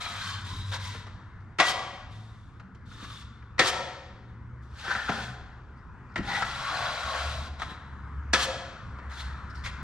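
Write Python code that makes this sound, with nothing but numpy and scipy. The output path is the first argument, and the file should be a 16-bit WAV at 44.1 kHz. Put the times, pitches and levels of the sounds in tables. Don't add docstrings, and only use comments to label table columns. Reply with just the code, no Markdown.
import sys
import numpy as np
from scipy import signal
from scipy.fft import rfft, irfft, next_fast_len
from scipy.io import wavfile
from scipy.ndimage import uniform_filter1d

SR = 44100
rng = np.random.default_rng(int(sys.argv[2]) if len(sys.argv) > 2 else 0)


def ratio(d):
    e = np.asarray(d, float) / 20
    return 10 ** e


def transcribe(signal):
    frames = np.atleast_2d(signal).T
    limited = np.clip(frames, -1, 1)
    pcm = np.round(limited * 32767).astype(np.int16)
    wavfile.write(sys.argv[1], SR, pcm)


N = 433498


def evened(x):
    return x / np.sqrt(np.mean(x ** 2) + 1e-20)


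def read(points, hz):
    f, value = np.transpose(points)
    return np.interp(np.log(hz + 1), np.log(f + 1), value)


def add(mix, start_s, sound):
    part = mix[round(start_s * SR):][:len(sound)]
    part += sound[:len(part)]


def band(x, lo_hz, hi_hz):
    sos = signal.butter(2, [lo_hz, min(hi_hz, .45 * SR)], "bandpass", fs=SR, output="sos")
    return signal.sosfilt(sos, x)


def steep(x, lo_hz, hi_hz):
    return band(band(x, lo_hz, hi_hz), 0.27 * lo_hz, 20000)


def colour(x, gain):
    size = next_fast_len(x.shape[-1])
    spectrum = rfft(x, size) * gain(np.fft.rfftfreq(size, 1 / SR))
    return irfft(spectrum, size)[..., :x.shape[-1]]


def register(x, lo_hz, hi_hz):
    under = lambda hz, edge: 1 / (1 + (hz / edge) ** 6)
    return evened(colour(x, lambda hz: under(hz, hi_hz) - under(hz, lo_hz)))


def drift(size, hz):
    settle = 4000
    slow = signal.butter(2, hz, fs=SR, output="sos")
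    return evened(signal.sosfilt(slow, rng.standard_normal(size + settle))[settle:])


def resonate(x, hz, width_hz):
    turn = np.exp(2j * np.pi * np.cumsum(hz * np.ones(len(x))) / SR)
    r = np.exp(-np.pi * width_hz / SR)
    return 2 * (turn * signal.lfilter([1 - r], [1, -r], x / turn + 1e-18)).real


# pitch_hz, level_db (per Hz)
TYRE_ROAR = [(240, -29), (400, -35.5), (448, -30), (488, -21), (622, -11.5), (717, -12), (1020, -0.5),
             (1110, -2), (1400, 0), (1970, -9.5), (2690, -22), (4000, -29.5), (8500, -38.5), (11000, -62),
             (15600, -97.5)]
# pitch_hz, level_db (per Hz)
LOW_RUMBLE = [(12, -49.5), (20, -26.5), (54, -6.5), (118, -7), (151, -14.5), (232, -16.5), (265, -22),
              (500, -31), (650, -58), (1100, -120)]
# time_s, level_db
NEARNESS = [(0, -50), (1.3, -55.5), (2.301, -59.5), (3.501, -58), (5.599, -56.5), (6.102, -54),
            (7.3, -55.5), (8.002, -51), (8.799, -50), (9.3, -46), (9.83, -48)]


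def traffic():
    frames, hz = N // 512 + 5, np.fft.rfftfreq(2048, 1 / SR)
    real, imaginary, patches = rng.standard_normal((3, 2, 1025, frames))
    patches = uniform_filter1d(patches[0], size=14, axis=0)
    patches = evened(uniform_filter1d(patches, size=8, axis=1))
    z = (real + 1j * imaginary) * ratio(2.0 * patches)

    def part(shape):
        shaped = z * ratio(read(shape, hz))[:, None]
        return evened(signal.istft(shaped, nperseg=2048, noverlap=1536)[1][:, :N])

    near_db = np.interp(np.arange(N) / SR, *np.transpose(NEARNESS))
    rumble_db = -47 + 0.31 * (near_db - near_db.mean())
    return part(TYRE_ROAR) * ratio(near_db) + part(LOW_RUMBLE) * ratio(rumble_db)


def engine(speed, swells, orders, waver_db):
    t = np.arange(N) / SR
    firing_hz = np.interp(t, *np.transpose(speed)) * (1 + .012 * drift(N, 5.3))
    turns = np.cumsum(firing_hz) / SR
    tone = sum(ratio(db + waver_db * drift(N, 10)) * np.sin(2 * np.pi * (k * turns + rng.random()))
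               for k, db in orders)
    swell = sum(ratio(db) * np.exp(-.5 * ((t - s) / width) ** 2) for s, width, db in swells)
    return np.sqrt(2) * tone * swell


# time_s, firing_hz
TRUCK_SPEED = [(0, 104), (2.2, 109), (3.3, 115), (5, 121), (8.6, 143)]
# multiple, level_db
ENGINE_ORDERS = [(1, -0.5), (1.5, -20), (2, -20)]
# centre_s, half_width_s, level_db
TRUCK_MOMENTS = [(.6, 0.37, -44), (2.199, 0.13, -43.5), (3.251, 0.44, -50.5), (4.45, 0.22, -48.5),
                 (5.27, 0.067, -41.5), (6.602, 1.7, -55)]
# time_s, firing_hz
DRONE_SPEED = [(0, 67.44), (6.7, 68.84), (7.5, 74), (8.4, 70.76), (9.83, 68.66)]
# centre_s, half_width_s, level_db
DRONE_MOMENTS = [(3.299, 0.21, -50.5), (5.1, 0.67, -47), (7.3, 0.16, -36.5), (7.6, 0.092, -45.5),
                 (8.201, 0.19, -36.5), (9.12, 0.2, -42), (9.33, 0.017, -37), (9.75, 0.3, -41)]
# time_s, firing_hz
IDLE_SPEED = [(0, 92), (.8, 94.5), (1.5, 99)]
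# centre_s, half_width_s, level_db
IDLE_MOMENTS = [(.3, .15, -46), (.7, 0.21, -37), (1.3, .2, -49)]


def far_engines():
    truck = engine(TRUCK_SPEED, TRUCK_MOMENTS, ENGINE_ORDERS, waver_db=1.5)
    drone = engine(DRONE_SPEED, DRONE_MOMENTS, [(0.98, 0.0092)], waver_db=3.5)
    idle = engine(IDLE_SPEED, IDLE_MOMENTS, ENGINE_ORDERS, waver_db=-1.0)
    return truck + drone + idle


# pitch_hz, level_db (per Hz)
GRIT = [(120, -42.5), (200, -5), (378, -32.5), (535, -8.5), (586, -14), (715, -15), (957, -4),
        (1070, -10.5), (1480, -6), (2800, -12.5), (3960, -12), (8510, -24.5), (13000, -39.5), (15600, -52)]


def stroke(motion, modes, drum_start_db, drum_end_db):
    s, *columns = np.transpose(motion)
    t = np.arange(s[0], s[-1], 1 / SR)
    size = len(t)
    pressure_db, slide_db = (np.interp(t, s, c) for c in columns)
    drum_db = np.linspace(drum_start_db, drum_end_db, size)
    fizz_db = -11.5 + 1.35 * slide_db

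    slips = rng.standard_normal(size) * ratio(0.41 * drift(size, 71) + 1.0 * drift(size, 460))
    hiss = rng.standard_normal(size) * ratio(0.45 * drift(size, 90))
    bed = colour(hiss, lambda hz: ratio(read(GRIT, hz)))
    flex = 1 + .012 * drift(size, 4)

    rings = np.zeros(size)
    for k, (hz, width_hz, db) in enumerate(modes):
        damped_hz = width_hz + .015 * hz
        level = ratio(db) * ratio(2.6 * drift(size, 9)) / np.sqrt(1 + (hz / 4000) ** 2)
        rings += (-1) ** k * level * evened(resonate(slips, hz * flex, damped_hz))
    body = evened(bed) + ratio(3.0) * evened(steep(rings, 380, 7500))

    sound = ratio(drum_db) * register(body, 330, 900)
    sound += register(body, 900, 2400)
    sound += ratio(slide_db) * register(body, 2400, 6200)
    sound += ratio(fizz_db) * register(body, 6200, 19000)
    ends = signal.windows.tukey(size, min(1, .025 * SR / size))
    return s[0], ratio(pressure_db - 2.5) * sound * ends


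# time_s, pressure_db, slide_db (a faster slide is grittier)
SET_DOWN_MOTION = [(0.0, -40, 3), (0.056, -39.5, 1), (0.062, -31.5, -7), (0.072, -41.5, 1.5),
                   (0.222, -41.5, 0), (0.23, -45, -1)]
WIPE_DOWN_MOTION = [(0.205, -41.5, 1), (0.283, -38, 1), (0.385, -42.5, -4.5), (0.419, -56, 5.5),
                    (0.46, -50, -7.5)]
WIPE_OFF_MOTION = [(0.44, -49, 3), (0.474, -47, 3), (0.612, -51.5, 5), (0.646, -55, 3), (0.72, -52, 8)]
FLICK_MOTION = [(.708, -48.5, 1), (.725, -38, 0), (.745, -35, 0.11), (.768, -40, -0.85), (.785, -52, -1)]
TRAIL_MOTION = [(0.79, -52.5, 3), (0.858, -47, 6), (0.914, -48.5, 3), (0.946, -47, 0.5), (1.04, -60.5, 1),
                (1.05, -54, -13)]
SMOOTH_MOTION = [(2.85, -74.5, 6.5), (2.938, -55.5, 2.5), (2.962, -54.5, -1), (3.052, -45, -1),
                 (3.068, -56.5, 4), (3.128, -47, -0.5), (3.198, -62, 9.5), (3.218, -53.5, 3),
                 (3.27, -62.5, -8)]
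PRESS_IN_MOTION = [(4.6, -80, -2), (4.74, -64, 1), (4.8, -43.5, -3), (4.83, -43.5, -3.5), (4.85, -35.5, -8),
                   (4.89, -34.5, -8), (4.915, -26, -11), (4.955, -39, -5)]
PRESS_HOLD_MOTION = [(4.93, -39.5, -10), (4.958, -33, -7.5), (5.025, -35.5, -8.5), (5.04, -39, -6),
                     (5.07, -44, -2), (5.085, -31, -12), (5.115, -35, -2)]
PRESS_ON_MOTION = [(5.105, -33, -7.5), (5.17, -38, -5), (5.24, -42, -1), (5.36, -78, 12)]
BITE_MOTION = [(6.22, -49, -4), (6.266, -43.5, -3), (6.29, -34, -7), (6.36, -29, -7), (6.416, -37.5, -0.5),
               (6.424, -25, -12), (6.43, -27, -11)]
LONG_DRAG_MOTION = [(6.44, -41.5, 0), (6.6, -36.5, -4.5), (6.85, -31, -6.5), (6.94, -35.5, -5),
                    (7.03, -36.5, -4), (7.19, -33.5, -4.5), (7.25, -37.5, -1.5), (7.48, -49.5, 0),
                    (7.53, -85, -11)]
SKIM_MOTION = [(9.09, -64, 4), (9.115, -57, 4), (9.17, -55.5, 5.6), (9.205, -45.5, 4), (9.23, -54, 4),
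               (9.3, -62, 2.8), (9.34, -68, 3)]
# pitch_hz, width_hz, level_db
SETTING_MODES = [(710, 36, -9), (990, 40, -8), (1270, 36, 0), (2050, 60, -10.5), (2370, 40, -7.5),
                 (3300, 80, -7), (3680, 73, -7), (4020, 130, -4.5)]
FLAT_MODES = [(1095, 30, 1), (1270, 120, -3.5), (1550, 42, -0.5), (2000, 60, -14), (3100, 63, -1.5),
              (3550, 65, -2.5), (4220, 180, -0.5)]
LIFTING_MODES = [(1030, 14, -11.5), (2010, 15, -25), (3290, 440, -9), (3930, 110, -8), (4150, 51, -24.5),
                 (5130, 150, -20)]
FLICK_MODES = [(517, 54, -1), (1010, 70, 0), (1550, 200, -0.5), (2070, 230, -6.5), (2990, 330, -7),
               (3800, 360, 1.5)]
TRAILING_MODES = [(1004, 20, 1.5), (1510, 150, -11.5), (2013, 40, -6.5), (3250, 120, -6), (3800, 250, -5.5)]
LIGHT_MODES = [(1160, 110, 3), (1770, 97, -5.5), (2634, 27, -33.5), (3560, 150, 1), (4460, 89, -10.5)]
PRESSING_MODES = [(785, 66, -7), (1510, 100, 7), (1250, 67, -5.5), (1700, 76, -8), (1850, 12, -2.5),
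                  (2100, 55, -30), (2570, 14, -15), (3330, 200, -5.5), (3760, 17, -24.5)]
BITING_MODES = [(800, 33, 3.5), (1442, 21, 1.5), (1947, 26, 1.5), (2330, 45, -32), (3360, 74, 2),
                (3670, 950, 4.5)]
DRAGGING_MODES = [(678, 156, 5), (1099, 21, 5), (1395, 92, 5), (3380, 180, 0), (3950, 74, -0.5),
                  (4790, 41, -7)]
SKIMMING_MODES = [(1190, 150, 4), (2000, 220, 2.5), (3450, 300, 1.5), (4220, 220, -2.5), (5070, 150, -9),
                  (7100, 600, -12)]


def long_wipes(knife):
    # motion, modes, drum_start_db, drum_end_db
    strokes = [
        (SET_DOWN_MOTION, SETTING_MODES, -10, -14),
        (WIPE_DOWN_MOTION, FLAT_MODES, -16, -26),
        (WIPE_OFF_MOTION, LIFTING_MODES, -18, -18),
        (FLICK_MOTION, FLICK_MODES, -9, -9),
        (TRAIL_MOTION, TRAILING_MODES, -16, -12),
        (SMOOTH_MOTION, LIGHT_MODES, -12, -12),
        (PRESS_IN_MOTION, PRESSING_MODES, -12, -11),
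        (PRESS_HOLD_MOTION, PRESSING_MODES, -10, -14),
        (PRESS_ON_MOTION, PRESSING_MODES, -5, -9),
        (BITE_MOTION, BITING_MODES, -6, -5),
        (LONG_DRAG_MOTION, DRAGGING_MODES, -11, -3),
        (SKIM_MOTION, SKIMMING_MODES, -13, -13)]
    for one in strokes:
        add(knife, *stroke(*one))


# pitch_hz, level_db, t60_s
CAVITY = [(160, -7.5, 0.038), (197, -3, 0.055), (273, -4.5, 0.043), (334, -8.5, 0.043)]


def blow(row, modes, thud_hz, rise_ms, chatter_ms, main_t60, main_db, touch):
    start_s, db, main_hz, thud_db, bright_db = row
    t = np.arange(SR // 3) / SR
    decay = np.exp(-np.maximum(t * 1000 - rise_ms, 0) / chatter_ms)
    contact = np.minimum(t * 1000 / rise_ms, 1) ** 2 * decay
    sharp = rng.standard_normal(len(t)) * contact
    sharp[round(rise_ms * SR / 2000)] += touch
    rattle = band(band(sharp, 54, 4600), 54, 4600)

    def top(x):
        return x / abs(x).max()

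    def ring(table):
        return sum(ratio(d) * top(resonate(rattle, f, 2.8 / t60)) for f, d, t60 in table)

    body = top(ring([(main_hz, main_db, main_t60)] + modes))
    body = body + ratio(-8.5) * top(band(rattle, 500, 1900))
    thud = band(ring([(thud_hz, 1.5, .08)] + CAVITY), 79, 400)
    crack = colour(band(sharp, 1900, 9700), lambda f: ratio(read(GRIT, f)))
    sound = band(body, 370, 6400) + ratio(thud_db) * top(thud) + ratio(bright_db) * top(crack)
    return start_s - rise_ms / 2000, ratio(db) * sound


# pitch_hz, level_db, t60_s
BOARD_MODES = [(824, -14.5, 0.027), (1020, -7.5, 0.03), (1363, 0.5, 0.034), (1600, -3.5, 0.017),
               (1860, -13, 0.04)]
# start_s, peak_db, main_hz, thud_db, bright_db
SMALL_KNOCKS = [(3.025, -44, 335, 8, -33.5), (5.326, -51, 350, -23, -36), (0.947, -34.5, 480, -20, -11),
                (4.879, -26.5, 360, -18, -34), (9.174, -46.5, 1900, -28, -1), (9.204, -40, 1300, -30, -1),
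                (9.66, -31, 2000, -30, -6), (.463, -44, 1500, -30, -1), (.145, -38.5, 1300, -27, -2),
                (3.039, -45, 1110, -34, -4), (2.916, -44, 1300, -30, -8), (3.1, -44.5, 1250, -28.5, -8),
                (1.068, -40, 1210, -6, -5.5), (2.598, -44, 1270, -5, -9), (2.749, -58, 1390, 10, 5),
                (3.424, -47, 1424, -23, -26), (4.951, -22.5, 1390, -16.5, -23.5),
                (5.092, -19.5, 800, -4, -13.5), (6.159, -21, 1790, -14, -9.5), (6.177, -28, 1850, -11, -6),
                (6.186, -31, 377, 8, -19), (6.203, -43.5, 1270, 10, -8), (6.4227, -18, 1316, -41, -8.5),
                (7.598, -33, 1250, -29, -3), (7.619, -23, 1244, -34, -9.5), (7.712, -45.5, 930, 8.5, -8),
                (8.987, -40.5, 1000, -5, -13), (9.115, -36, 1510, -38, -10)]
# start_s, peak_db, main_hz, thud_db, bright_db
GRAZES = [
    (1.587, -21, 1850, -14, -3),
    (1.5915, -18, 2100, -14, -5),
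    (3.582, -27, 1870, -14, -10),
]


def knocks(knife):
    for row in SMALL_KNOCKS + GRAZES:
        add(knife, *blow(row, BOARD_MODES, thud_hz=194, rise_ms=1.2, chatter_ms=11.4,
                         main_t60=0.031, main_db=4.5, touch=6.5))


# start_s, level_db
WEIGHT_SHIFTS = [
    (.5, -49.5),
    (2.05, -60),
    (6.166, -47),
    (6.4, -52),
    (9.6, -46.5),
]


def platform_sways(mix):
    t = np.arange(SR // 3) / SR
    for start_s, db in WEIGHT_SHIFTS:
        push = rng.standard_normal(len(t)) * t * np.exp(-t / 0.034)
        add(mix, start_s, ratio(db) * evened(band(push, 23, 96)))


def dab(start_s, rise_s, fall_s, db, slide_db):
    loose_db = slide_db + 4
    peak_s = start_s + rise_s
    return [(start_s, db - 14, loose_db), (peak_s, db, slide_db), (peak_s + fall_s, db - 23.5, loose_db)]


# start_s, rise_s, fall_s, pressure_db, slide_db # two light touches
FIRST_LIGHT_TOUCHES = [
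    (1.395, .012, .03, -72, 2),
    (4.27, .02, .04, -77, 2),
]
LIGHT_TOUCHES = [
    (4.612, 0.027, 0.072, -74, 8),
    (2.1, 0.017, 0.5, -63, 5),
    (1.9, 0.051, 0.1, -68.5, 7),
    (6.4, .05, 0.073, -50, -5),
]
LIFTING_TOUCHES = [
    (7.581, 0.045, 0.1, -41, -5),
    (7.66, 0.052, 0.064, -44.5, -4.5),
    (9.758, 0.072, .02, -48, -29),
]
FLICK_TOUCHES = [
    (9.632, 0.033, 0.047, -35.5, -1.8),
]
TIP_TOUCHES = [
    (5.76, .012, .07, -78, 7.5),
    (6.08, 0.044, 0.037, -79, 6.5),
    (6.133, 0.0087, .02, -70, 6),
    (9.494, .006, 0.03, -58.5, 7.1),
    (9.541, 0.013, 0.13, -61, 7.5),
]
# pitch_hz, width_hz, level_db
TAPPING_MODES = [(1000, 100, -3), (1500, 150, 0.5), (2000, 200, 4.5), (3500, 300, -1), (5000, 400, -7),
                 (6540, 350, -9.5)]
# pitch_hz, width_hz, level_db
TIP_MODES = [(1300, 180, 0), (4100, 150, -2), (4600, 100, -2.2), (5270, 150, -2)]


def dabs(knife):
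    # touches, modes, drum_start_db, drum_end_db
    groups = [(FIRST_LIGHT_TOUCHES, LIGHT_MODES, -13, -13), (LIGHT_TOUCHES, LIGHT_MODES, -13, -13),
              (LIFTING_TOUCHES, LIFTING_MODES, -18, -16), (FLICK_TOUCHES, TAPPING_MODES, -12, -12),
              (TIP_TOUCHES, TIP_MODES, -15, -15)]
    for touches, modes, drum_start_db, drum_end_db in groups:
        for row in touches:
            add(knife, *stroke(dab(*row), modes, drum_start_db, drum_end_db))


# start_s, peak_db, main_hz, thud_db, bright_db
PAN_CLACKS = [
    (1.598, -8.5, 1905, -21, -5.5),
    (3.592, -8, 1740, -15.5, -2.5),
    (8.333, -9, 1637, -17, -3),
]
# pitch_hz, level_db, t60_s
PAN_MODES = [(2340, -29, 0.032), (3360, -3.5, 0.071), (4700, -28, .06)]
# pitch_hz, level_db, t60_s
GRIP_MODES = [
    [(575, -7, 0.049), (776, -1.5, 0.037), (1155, 2.5, 0.08), (1450, -5.5, 0.072), (1620, -2.5, 0.064),
     (1927, -0.5, 0.1), (2130, -12.5, .07)],
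    [(533, -3.5, 0.044), (770, -7, 0.075), (1000, -15, .06), (1327, -3, 0.099), (1632, -4, .05),
     (1860, 2.5, 0.02), (1970, -9.5, 0.04)],
    [(561, -11.5, 0.097), (744, -13, 0.058), (990, -7.5, 0.049), (1323, 0, 0.063), (1490, -1, 0.032),
     (1712, 3.5, 0.043), (1740, -5, 0.039)],
]
BELLY_HZ = [283, 310, 197]


def pan_clacks(knife):
    for row, grip, thud_hz in zip(PAN_CLACKS, GRIP_MODES, BELLY_HZ):
        add(knife, *blow(row, PAN_MODES + grip, thud_hz=thud_hz, rise_ms=5.5, chatter_ms=16.4,
                         main_t60=0.016, main_db=-1.5, touch=3.9))


# start_s, length_s, pressure_db, top_slide_db
RIM_PULLS = [
    (1.612, 0.12, -32, 10),
    (3.615, 0.099, -30.5, 10.5),
    (8.357, 0.11, -33.5, 11.5),
]
# pitch_hz, width_hz, level_db
RIM_MODES = [(718, 38, 4), (1240, 140, 11.5), (1740, 26, 2.5), (3200, 40, 1), (3630, 140, -34.5)]


def rim_scrapes(knife):
    for start_s, length_s, db, slide_db in RIM_PULLS:
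        motion = [(start_s, db, slide_db - 16),
                  (start_s + 0.71 * length_s, db - 5, slide_db),
                  (start_s + length_s, db - 7.5, slide_db - 8)]
        add(knife, *stroke(motion, RIM_MODES, -5, -2))


# pitch_hz, width_hz, level_db
RETURN_MODES = [
    [(553, 44, -3), (748, 30, -2), (970, 50, -0.5), (1165, 53, -3.5)],
    [(547, 27, 1), (720, 39, -2), (930, 32, -1), (1330, 40, -5)],
    [(532, 26, 2), (695, 47, -0.5), (950, 60, -7.5), (1286, 72, -8)],
]
RETURN_LEVELS = [-39.5, -36.5, -39]


def far_wall(slap):
    delay_s, rise_s, t60_s = 0.17, 0.032, 0.75
    t = np.arange(SR * 3 // 4) / SR
    late = t - delay_s
    shape = np.exp(-.5 * (np.minimum(late, 0) / rise_s) ** 2) * ratio(-60 * np.maximum(late, 0) / t60_s)

    def hum(modes):
        tones = sum(ratio(d) * evened(resonate(rng.standard_normal(len(t)), f, w)) for f, w, d in modes)
        return steep(tones, 400, 1800)

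    for row, db, modes in zip(PAN_CLACKS, RETURN_LEVELS, RETURN_MODES):
        echo = ratio(db) * shape * np.array([hum(modes), hum(modes)])
        add(slap.T, row[0], echo.T)


# start_s, level_db, pitch_hz, t60_s
BAY_BOOMS = [
    (5.092, -35, 220, 0.44),
    (2.63, -39.5, 190, .2),
    (6.7, -40, 300, .15),
]


def bay_thumps(knife):
    t = np.arange(SR // 2) / SR
    for start_s, db, hz, t60_s in BAY_BOOMS:
        swell = ratio(db - 60 * t / t60_s) * (1 - np.exp(-t / .008))
        add(knife, start_s, swell * np.sin(2 * np.pi * hz * t) * ratio(1.5 * drift(len(t), 25)))


# pitch_hz, t60_s
HALL_DECAY = [(150, .8), (500, 1.3), (1000, 1.2), (2000, 1.05), (4000, .95), (7000, .8), (10000, .5),
              (14000, .27)]


def hall(x):
    taps = np.zeros((2, SR * 3 // 2))
    at = np.arange(500, taps.shape[1] - 20, 20)
    at = at + rng.integers(0, 20, (2, len(at)))
    np.put_along_axis(taps, at, rng.choice([-1., 1.], at.shape), 1)
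    hz, t, z = signal.stft(taps, SR, nperseg=256)
    decay = ratio(-60 * t / read(HALL_DECAY, hz)[:, None])
    tail = signal.istft(z * decay, SR, nperseg=256)[1]
    return signal.fftconvolve(x[None], tail / np.linalg.norm(tail[0]), axes=1)[:, :N]


def scattered(x):
    z = signal.stft(x, nperseg=256, noverlap=192)[2]
    shuffled = z * np.exp(2j * np.pi * rng.random(z.shape))
    return np.sqrt(2) * signal.istft(shuffled, nperseg=256, noverlap=192)[1][:N]


# pitch_hz, likeness (0 to 1)
LIKENESS = [(60, .9), (150, .92), (300, .97), (1000, .97), (1600, .94), (2600, .78), (4500, .8),
            (8000, .35), (15000, .4)]
# pitch_hz, level_db
LEFT_TILT = [(60, -0.5), (180, 0.9), (550, 1.3), (1650, 4), (4970, 2), (15000, -2.5)]
# pitch_hz, phase_rad
LEFT_LEAD = [(20, 0), (250, .1), (500, 0.18), (1030, 0.5), (2240, -.8), (3400, -1.4), (6100, -0.6),
             (7600, -2), (11000, -3.5), (15000, 2)]


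def ports(shared, right_only):
    def same(hz):
        return np.clip(read(LIKENESS, hz), 0, 1)

    def skew(hz):
        return ratio(read(LEFT_TILT, hz) / 2) * np.exp(.5j * read(LEFT_LEAD, hz))

    right = colour(shared, same) + colour(right_only, lambda hz: np.sqrt(1 - same(hz) ** 2))
    return np.array([colour(shared, skew), colour(right, lambda hz: 1 / skew(hz))])


def scene():
    outside, low = traffic(), far_engines()
    knife, slap = np.zeros(N), np.zeros((2, N))
    long_wipes(knife)
    knocks(knife)
    platform_sways(low)
    dabs(knife)
    pan_clacks(knife)
    rim_scrapes(knife)
    far_wall(slap)
    bay_thumps(knife)
    around = ratio(-9.5) * hall(knife) + slap + outside
    return ports(around[0] + knife + low, around[1] + ratio(4.5) * scattered(knife))


def low_pass(x):
    return signal.sosfilt(signal.butter(12, 15670, fs=SR, output="sos"), x)


def record(dry):
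    dulled = signal.sosfilt(signal.butter(4, 15500, fs=SR, output="sos"), dry)
    return low_pass(dulled)


dry = scene()
out = record(dry)
transcribe(out)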